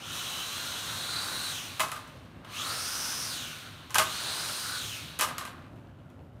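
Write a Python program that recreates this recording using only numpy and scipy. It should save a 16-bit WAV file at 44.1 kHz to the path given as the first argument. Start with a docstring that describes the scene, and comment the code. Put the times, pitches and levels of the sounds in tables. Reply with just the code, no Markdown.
"""Toy drone hopping in a room

A small four-rotor drone hops three times over a hard floor. Each geared motor whines at its tooth-mesh
rate, gear play rattles the light frame, the arms hum and turbulent air hisses off the blades.
Each hop ends in a bouncing knock: cracks and chatter that ring the frame modes.
Feedback delays give the room's echo; ventilation rumbles underneath as coloured noise."""
import sys
import numpy as np
from scipy import signal
from scipy.fft import rfft, irfft, next_fast_len
from scipy.io import wavfile
from scipy.ndimage import uniform_filter1d

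SR = 44100
rng = np.random.default_rng(int(sys.argv[2]) if len(sys.argv) > 2 else 0)


def generate_wav(signal):
    """Clip the signal to [-1, 1] and save it as 16-bit WAV at the path in sys.argv[1]."""
    frames = np.transpose(np.atleast_2d(signal))
    scaled = np.clip(frames, -1, 1) * 32767
    pcm = np.round(scaled).astype(np.int16)
    wavfile.write(sys.argv[1], SR, pcm)


def gain_from_db(level_db):
    """Convert decibel levels to linear amplitude factors (20 dB per decade)."""
    decades = np.asarray(level_db, float) / 20
    return 10 ** decades


N = 282240   # samples, 6.4 s
PINION_TEETH = 11   # mesh cycles per motor turn


def rms_one(x):
    """Normalisation: scale to unit rms."""
    return x / np.sqrt(np.mean(x ** 2) + 1e-20)


def in_time(rows):
    """Linear interpolation: table columns become sample-by-sample curves."""
    time_s, *columns = np.transpose(rows)
    return [np.interp(np.arange(N) / SR, time_s, column) for column in columns]


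def filtered(x, order, edge_hz, kind):
    """Butterworth filtering: a passband that is maximally flat."""
    return signal.sosfilt(signal.butter(order, edge_hz, kind, fs=SR, output="sos"), x)


def coloured(x, spectrum):
    """Spectral shaping: weight x by a spectrum read on a log-frequency axis."""
    hz, level_db = np.transpose(spectrum)
    grid = np.maximum(np.fft.rfftfreq(N, 1 / SR), 1)
    return irfft(rfft(x) * gain_from_db(np.interp(np.log(grid), np.log(hz), level_db)), N)


def decaying(x, decay_s):
    """Exponential relaxation: each impulse dies away with time constant decay_s."""
    return signal.lfilter([1], [1, -np.exp(-1 / (decay_s * SR))], x + 1e-18)


def drift(rate_hz):
    """Narrow-band randomness: noise through a double one-pole low-pass, run in, with unit rms."""
    r = np.exp(-2 * np.pi * rate_hz / SR)
    noise = rng.standard_normal(N + SR // 4)
    return rms_one(signal.lfilter([1], [1, -2 * r, r * r], noise)[SR // 4:])


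def complex_drift(rate_hz):
    """Random modulation: two independent quadratures spread a carrier into a noise band."""
    return drift(rate_hz) + 1j * drift(rate_hz)


def ring(clicks, hz, t60):
    """Damped resonance: a unit click sets a sine of initial height 1 ringing."""
    r, w = gain_from_db(-60 / (t60 * SR)), 2 * np.pi * hz / SR
    return signal.lfilter([0, np.sin(w)], [1, -2 * r * np.cos(w), r * r], clicks + 1e-18)


def grains(per_s, spread_db):
    """Shot noise: random clicks of random sign, a few much larger than the rest."""
    sizes = gain_from_db(spread_db * np.minimum(rng.exponential(1, N), 5)) * rng.choice([-1, 1], N)
    return sizes * (rng.random(N) < per_s / SR)


# tooth-mesh rate each gear pair heads for, one list per hop; power is off between hops:
# time_s, motor_1_hz, motor_2_hz, motor_3_hz, motor_4_hz
THROTTLE = [
    [(-.17, 3770, 3070, 3210, 2680), (.3, 3935, 2980, 3293, 2720), (.5, 4010, 3080, 3340, 2790),
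     (.6, 4130, 3825, 3350, 2850), (.78, 4060, 3820, 3377, 3070), (.92, 4200, 3870, 3710, 3356),
     (1.0, 4300, 3964, 3900, 3535), (1.08, 4435, 4160, 4060, 3620), (1.22, 4640, 3945, 4110, 3880),
     (1.33, 4200, 3890, 4126, 3886), (1.44, 4475, 3990, 4170, 4040), (1.5, 4140, 3964, 3770, 3640)],
    [(2.44, 1800, 1613, 1493, 1284), (2.6, 4570, 4200, 3920, 3667), (2.72, 5500, 4750, 5100, 4200),
     (2.82, 5900, 5040, 5425, 4835), (3.1, 5990, 5060, 5520, 5330), (3.2, 5750, 5250, 5520, 4790),
     (3.29, 5300, 4710, 5010, 4320)],
    [(3.91, 3020, 4600, 2700, 4900), (4.08, 3500, 4440, 2950, 4910), (4.16, 3900, 4410, 3130, 4770),
     (4.24, 4017, 4240, 3814, 4900), (4.42, 4105, 4405, 3887, 4980), (4.56, 4256, 4610, 3970, 5123),
     (4.71, 4240, 4435, 3984, 4676), (4.8, 3205, 3370, 3000, 3630), (4.94, 2050, 2586, 1898, 2300)],
]
# relative air drag of the four rotors, so each coasts down at its own pace: drag_ratio
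DRAG_SHARE = (.8, 1.0, .9, 1.25)


def mesh_rates():
    """Rotor dynamics: inertia lags behind the throttle; unpowered, air drag and friction brake."""
    step_s = .004
    spin_up_s, most_hz_per_s = .06, 15000   # lag, and limit on acceleration
    drag_per_cycle = .0009 * np.array(DRAG_SHARE)
    friction_hz_per_s = 250
    t = np.arange(THROTTLE[0][0][0], N / SR + step_s, step_s)
    goals = np.zeros((len(t), 4))
    for hop in THROTTLE:
        time_s, *columns = np.transpose(hop)
        on = (t >= time_s[0]) & (t < time_s[-1])
        goals[on] = np.transpose([np.interp(t[on], time_s, column) for column in columns])
    hz, out = np.ones(4), []
    for goal in goals:
        chase = np.minimum((goal - hz) / spin_up_s, most_hz_per_s)
        coast = -drag_per_cycle * hz ** 2 - friction_hz_per_s
        hz = np.maximum(hz + (chase if goal[0] else coast) * step_s, 1)
        out.append(hz)
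    return np.array(in_time(np.column_stack([t, out])))


def speed_level_db(meshes, top_db, db_per_octave):
    """Power law of speed: a steep rise at low speed that flattens towards top_db at full speed."""
    full_hz = 2700   # mean mesh rate above which the layers grow little louder
    return top_db - db_per_octave * np.log2(1 + (full_hz / meshes.mean(axis=0)) ** 4) / 4


# how purely each gear pair sings, relative: level_db
GEAR_TONE = (1.5, 3, 0, -1)
# how cleanly the gears sing: time_s, tone_over_smeared_band_db, break_up_into_strands_db
PURITY = [(0, 1, 4.5), (.75, 2, 4.5), (1.0, 5, 2.5), (1.15, 6.5, 2), (1.5, 5, 3), (2.5, 2, 3),
          (2.75, -1, 3.5), (2.9, 3.5, 3), (3.15, 3.5, 3), (3.3, 0, 4), (4, -6, 3), (4.2, -3, 3),
          (4.7, -1, 3), (4.85, 3, 2.5), (6, 0, 3)]
# how well the frame radiates the running gear: pitch_hz, relative_level_db (per Hz)
BODY = [(300, -11), (700, -12.5), (1400, -3), (2100, -9), (3000, -5.5), (4000, -4.5), (4800, -6.5),
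        (6300, -3), (7500, -9), (9000, -4.5), (10500, -12), (11200, -9.5), (15500, -13.5), (17000, -27)]


def gear_whine(meshes, wobble, blur_hz, octave_db, grind_db):
    """Gear meshing: per motor a thin tone in a smeared band at the mesh rate, a wider band at its octave."""
    tone_loss_db, band_gain_db = 4.0, 0.3   # per octave per s: glides blur the tone, lift the whole band
    whirr_db = -2.5   # a broad whirr around each mesh band
    bite_hz, bite_power = 2950, 3.5   # slower teeth barely touch; their tone dies into the grinding
    steady_db, broken_db = in_time(PURITY)
    out = 0
    for mesh_hz, tone_db in zip(meshes, GEAR_TONE):
        octaves_per_s = np.abs(np.gradient(np.log2(mesh_hz))) * SR
        glide = uniform_filter1d(octaves_per_s, size=2000)
        clarity_db = steady_db - tone_loss_db * glide
        phase = 2 * np.pi * np.cumsum(mesh_hz * (1 + wobble * drift(32.1))) / SR
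        # an eccentric gear gives side tones one turning rate away
        eccentric = 1 + .5 * np.cos(phase / PINION_TEETH + 2 * np.pi * rng.random())
        broken = gain_from_db(broken_db * drift(14.6))   # tooth contact comes and goes in short strands
        # uneven teeth smear each band, the octave far wider
        tone = gain_from_db(tone_db + clarity_db) * broken
        smear = complex_drift(blur_hz) * np.sqrt(broken)
        whirr = gain_from_db(whirr_db) * complex_drift(3 * blur_hz)
        mesh = (tone + smear + whirr) * gain_from_db(band_gain_db * glide) * np.exp(1j * phase)
        octave = gain_from_db(octave_db) * complex_drift(5 * blur_hz) * np.exp(2j * phase)
        # faster teeth hit harder
        force = np.sqrt(mesh_hz / 4000) * np.minimum(mesh_hz / bite_hz, 1) ** bite_power
        out = out + np.real((mesh + octave) * eccentric) * force
    grinding = filtered(rng.standard_normal(N), 4, [2200, 4400], "band")
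    out = coloured(out + gain_from_db(grind_db) * rms_one(grinding), BODY)
    return out / np.sqrt(uniform_filter1d(out ** 2, size=8000) + 1e-12)   # even running level


# pitch of the frame part that meets the floor and rings loudest: time_s, pitch_hz
STRUCK_PART = [(1.8, 1240), (1.83, 1068), (1.92, 1425), (1.97, 1080), (2.1, 1050), (3.95, 1100),
               (3.99, 1366), (4.1, 1320), (5.19, 850), (5.21, 1250), (5.4, 1203), (5.65, 1200)]


def struck_lift(hz):
    """Modal excitation: gain over time of the mode at hz, by how near it lies to the struck part."""
    lift_db, half_width_octaves = 4, 0.27
    part_hz, = in_time(STRUCK_PART)
    distance = np.log2(hz / part_hz) / half_width_octaves
    return gain_from_db(lift_db * np.exp(-distance ** 2))


# modes of the foam and plastic frame when ringing freely: pitch_hz, relative_level_db, t60_s
FRAME = [(292, -19.5, 0.019), (476, -51, 0.012), (634.6, -15.5, 0.094), (856, -7, 0.036),
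         (890, -20.5, 0.057), (1045, -7.5, 0.06), (1094, -13, 0.07), (1199, -18.5, 0.088),
         (1261, -8, 0.053), (1226, -4.5, 0.041), (1530, -5.5, 0.016), (1573, -1.5, 0.015),
         (1569, -9, 0.078), (1800, -8.5, 0.03), (2050, -4.5, 0.021), (2547, -3, 0.018), (2920, -9.5, 0.045),
         (3160, -1, 0.0097), (3900, -3, 0.0074)]


def frame_rattle(per_s, ring_share, struck=False):
    """Modal synthesis: dense ticks ring the frame modes for ring_share of their free decay."""
    out = 0
    for hz, level_db, t60 in FRAME:
        ticks = grains(per_s, spread_db=4.0) * (struck_lift(hz) if struck else 1)
        out = out + gain_from_db(level_db) * ring(ticks, hz, t60 * ring_share)
    return out


# hum of the motor arms under running gears, one list per hop: time_s, pitch_hz, relative_level_db
ARM_HUM = [
    [(0, 1350, 2.5), (.55, 1400, -2), (.75, 1450, 3), (1.0, 1380, -2.5), (1.3, 1450, 0), (1.5, 1500, 1),
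     (1.75, 1400, -12.5)],
    [(2.4, 1180, -15), (2.5, 1200, 9), (2.7, 1290, 6.5), (2.85, 1330, 0.5), (3.0, 1480, 4),
     (3.3, 1480, 2.5), (3.5, 1480, 9.5), (3.85, 1400, -4.5)],
    [(4.1, 1500, 5), (4.3, 1450, -5.5), (4.45, 1480, 6), (4.6, 1420, 1), (4.75, 1460, 13), (4.9, 1400, 4),
     (5.15, 1400, -0.5)],
]


def arm_hum():
    """Moving resonance: gear ticks ring the motor arms, in a frame that rotates at the arm pitch."""
    t60_s = .016
    hz, level_db = in_time([row for hop in ARM_HUM for row in hop])
    phase = 2 * np.pi * np.cumsum(hz) / SR
    ticks = grains(900, spread_db=3.0) * np.exp(-1j * phase)
    rung = signal.lfilter([1], [1, -gain_from_db(-60 / (t60_s * SR))], ticks + 1e-18)
    return gain_from_db(level_db + 2.34 * drift(2.7)) * np.real(rung * np.exp(1j * phase))


def blade_hiss(meshes, chop, flicker_db):
    """Aerodynamic noise: grainy turbulence chopped at each motor's turning rate; a rasp joins at speed."""
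    gate = 1
    for mesh_hz in meshes:
        turns = np.cumsum(mesh_hz) / SR / PINION_TEETH + rng.random()
        gate = gate + chop * np.cos(2 * np.pi * turns)
    air = rng.standard_normal(N) + 0.69 * rms_one(grains(4000, spread_db=0.5))
    hiss = coloured(air * gate * gain_from_db(flicker_db * drift(5.3)), BODY)
    treble = filtered(hiss, 4, 6500, "high")   # the hiss level is set by its treble
    # the gear housings ring when the blades load them
    rasp_hz, width_hz, rasp_db = 9300, 1300, -6
    rasp = filtered(grains(3000, spread_db=2.0), 2, [rasp_hz - width_hz / 2, rasp_hz + width_hz / 2], "band")
    load = np.clip((np.mean(meshes, axis=0) - 3300) / 800, 0, 1)   # thrust builds near lift-off speed
    return hiss / np.std(treble) + gain_from_db(rasp_db + drift(10)) * load * rms_one(rasp)


# floor contacts, levels before the layer trims: start_s, level_db, crack_re_level_db
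KNOCKS = [(1.796, -11.5, -16.5), (1.803, -13.5, -9.5), (1.831, -19, -41), (1.884, -35, -11),
          (1.917, -24.5, -9.5), (1.922, -30, -25), (1.962, -28, -20), (1.991, -37, -25), (2.039, -49, -30),
          (2.076, -47, -6), (2.447, -33.5, -20), (3.896, -32.5, -19), (3.906, -36.5, -3.5),
          (3.945, -19.5, -2), (3.955, -7.5, -19.5), (3.983, -8.5, -7.5), (3.986, -15.5, -27),
          (3.998, -22, -35), (4.021, -34, -27), (5.19, -21.5, -2.5), (5.196, -20.5, -19), (5.21, -13.5, -7),
          (5.221, -19, -22.5), (5.231, -22, -24), (5.245, -26, -24), (5.287, -23, -23),
          (5.382, -23.5, -6.5), (5.408, -26.5, -32), (5.452, -29.5, -9.5), (5.474, -30.5, -39),
          (5.505, -43, -33.5), (5.575, -44, -33), (5.622, -44, -23.5), (5.64, -41.5, -39),
          (5.759, -53, -12), (6.101, -53.5, -10)]


def contacts(levels_db):
    """Impulsive excitation: one click per floor contact."""
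    clicks = np.zeros(N)
    clicks[np.round(np.transpose(KNOCKS)[0] * SR).astype(int)] = gain_from_db(levels_db)
    return clicks


def knocks(chatter_s, crack_s, buzz_s, body_db, crack_db):
    """Impact sound: a bright crack plus a dying chatter of small touches that ring the frame modes."""
    _, level_db, bright_db = np.transpose(KNOCKS)
    blows = contacts(level_db + body_db)
    cracks = contacts(level_db + bright_db + crack_db)
    dying = decaying(blows, chatter_s)
    body = 0
    for hz, mode_db, t60 in FRAME:
        # each mode is pushed its own way
        push = rng.choice([-1, 1], N) * gain_from_db(rng.normal(0, 2.9, N))
        chatter = dying * grains(1500, spread_db=4.0)
        strike = (0.36 * blows * push + 0.35 * chatter) * struck_lift(hz)
        body = body + gain_from_db(mode_db) * ring(strike, hz, t60)
    body = filtered(body, 2, 220, "high")   # a light frame has no bass
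    snap = decaying(cracks, crack_s)
    buzz = .35 * decaying(cracks, buzz_s)   # loose parts buzz on
    bright = filtered(rng.standard_normal(N), 2, [1800, 12000], "band")
    return body + (snap + buzz) * bright


def settling():
    """Energy decay: each contact leaves the loose frame rattling dully in uneven, fading lumps."""
    settle_db, settle_s, cut_hz = -32, 0.084, 2600
    blows = contacts(np.transpose(KNOCKS)[1] + settle_db)
    strength = decaying(blows, settle_s) * gain_from_db(2.4 * drift(40))
    rattle = frame_rattle(200, ring_share=0.43, struck=True)
    return strength * rms_one(filtered(rattle, 2, cut_hz, "low"))


def room(x):
    """Reverberation: ten feedback delays, duller on every round, summed on a padded frequency grid."""
    t60_s, wall_cut_hz = 0.33, 3050   # the decay time holds for the bass
    size = next_fast_len(N + SR)
    w = 2j * np.pi * np.fft.rfftfreq(size)
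    dull = np.exp(-2 * np.pi * wall_cut_hz / SR)
    walls = (1 - dull) / (1 - dull * np.exp(-w))
    delays_s = np.geomspace(.011, .043, 10) * rng.uniform(0.94, 1.05, 10)
    response = 0
    for k, lag in enumerate((delays_s * SR).astype(int)):
        loop = gain_from_db(-60 * lag / SR / t60_s) * walls * np.exp(-w * lag)
        response = response + (-1) ** k * loop / (1 - loop)
    return irfft(rfft(x, size) * response, size)[:N]


# ventilation noise spectrum: pitch_hz, relative_level_db (per Hz)
RUMBLE = [(59, -33), (100, -0.5), (160, -7), (197, -12), (343, -12), (461, -20), (535, -14), (1080, -26),
          (1310, -34.5), (4870, -49), (15000, -52.5), (16000, -81.5)]
# duct resonances, rms level before the sway: pitch_hz, width_hz, level_db
RUMBLE_HUM = [(88.5, 32, -58.5), (109, 59, -59), (157.1, 13, -59.5), (250.8, 32, -59.5)]


def ventilation(sway_db):
    """Duct acoustics: dull air noise with a few low resonances humming in it."""
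    out = gain_from_db(-53) * rms_one(coloured(rng.standard_normal(N), RUMBLE))
    for hz, width_hz, level_db in RUMBLE_HUM:
        hum = ring(rng.standard_normal(N), hz, 2.3 / width_hz)
        out = out + gain_from_db(level_db) * rms_one(hum)
    return out * gain_from_db(sway_db * drift(5.3))


# loudness of whine, frame rattle and blade hiss over time, relative to the level set by speed:
# time_s, whine_db, frame_rattle_db, blade_hiss_db
LAYER_LOUDNESS = [(0, -5, -2.5, -9.5), (.16, 0.5, 0, 2), (.28, 1.5, 3.5, 1.5), (.55, 1, 2.5, 1),
                  (.82, 0, 3, 0), (.98, -1, 4, 0.5), (1.16, 4, 4.5, -1.5), (1.34, -1, 5, 1),
                  (1.46, 2, 1.5, 1.5), (1.62, 0.5, -2.5, 0.5), (1.95, 1, 4.5, 1), (2.3, -3.5, -0.5, -1.5),
                  (2.47, -1, 3.5, -4), (2.55, 4, -3, 0.5), (2.73, -0.5, 5, 0.5), (2.82, 0.5, -1, 1.5),
                  (3.1, 0.5, 1.5, 2.5), (3.4, -0.5, -4, -0.5), (3.6, -1, -4.5, -1), (3.85, 0.5, 0.5, -3),
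                  (4.12, 0, -1.5, -0.5), (4.28, 2.5, 8, -0.5), (4.5, -0.5, 2.5, 1.5), (4.7, -2.5, -1.5, 1),
                  (4.79, 1.5, -2.5, 0), (4.88, -1, -17, 1.5), (4.97, 2, -5, 1.5), (5.15, 1, -3.5, -2),
                  (5.45, 8, 8, 1.5), (5.7, -15, -2.5, -8.5)]


def scene():
    """Superposition: drone and its echoes over the rumble; one microphone feeds both channels."""
    whine_db, rattle_db, hiss_db = in_time(LAYER_LOUDNESS)
    meshes = mesh_rates()
    whine = gear_whine(meshes, wobble=.002, blur_hz=210, octave_db=-3.0, grind_db=3.0)
    rattle = rms_one(frame_rattle(900, ring_share=0.2) + arm_hum())
    hiss = blade_hiss(meshes, chop=0.077, flicker_db=0.33)
    drone = gain_from_db(speed_level_db(meshes, top_db=-38, db_per_octave=19) + whine_db) * whine
    drone += gain_from_db(speed_level_db(meshes, top_db=-46, db_per_octave=7.3) + rattle_db) * rattle
    drone += gain_from_db(speed_level_db(meshes, top_db=-43.5, db_per_octave=20.3) + hiss_db) * hiss
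    drone += knocks(chatter_s=0.0087, crack_s=0.00098, buzz_s=0.033, body_db=-16, crack_db=3.0)
    drone += settling()
    mono = drone + gain_from_db(-13.5) * room(drone) + ventilation(sway_db=1.47)
    return np.array([mono, mono])


def low_pass(x):
    """Removes everything above the highest recorded frequency."""
    return signal.sosfilt(signal.butter(12, 16610, fs=SR, output="sos"), x)


def record(dry):
    """Band limiting: the microphone drops the deepest bass and the top treble."""
    bass_cut = signal.butter(3, 55, "high", fs=SR, output="sos")
    top_cut = signal.cheby2(10, 40, 16200, fs=SR, output="sos")
    mix = signal.sosfilt(np.vstack([bass_cut, top_cut]), dry)
    return low_pass(mix)


dry = scene()
out = record(dry)
generate_wav(out)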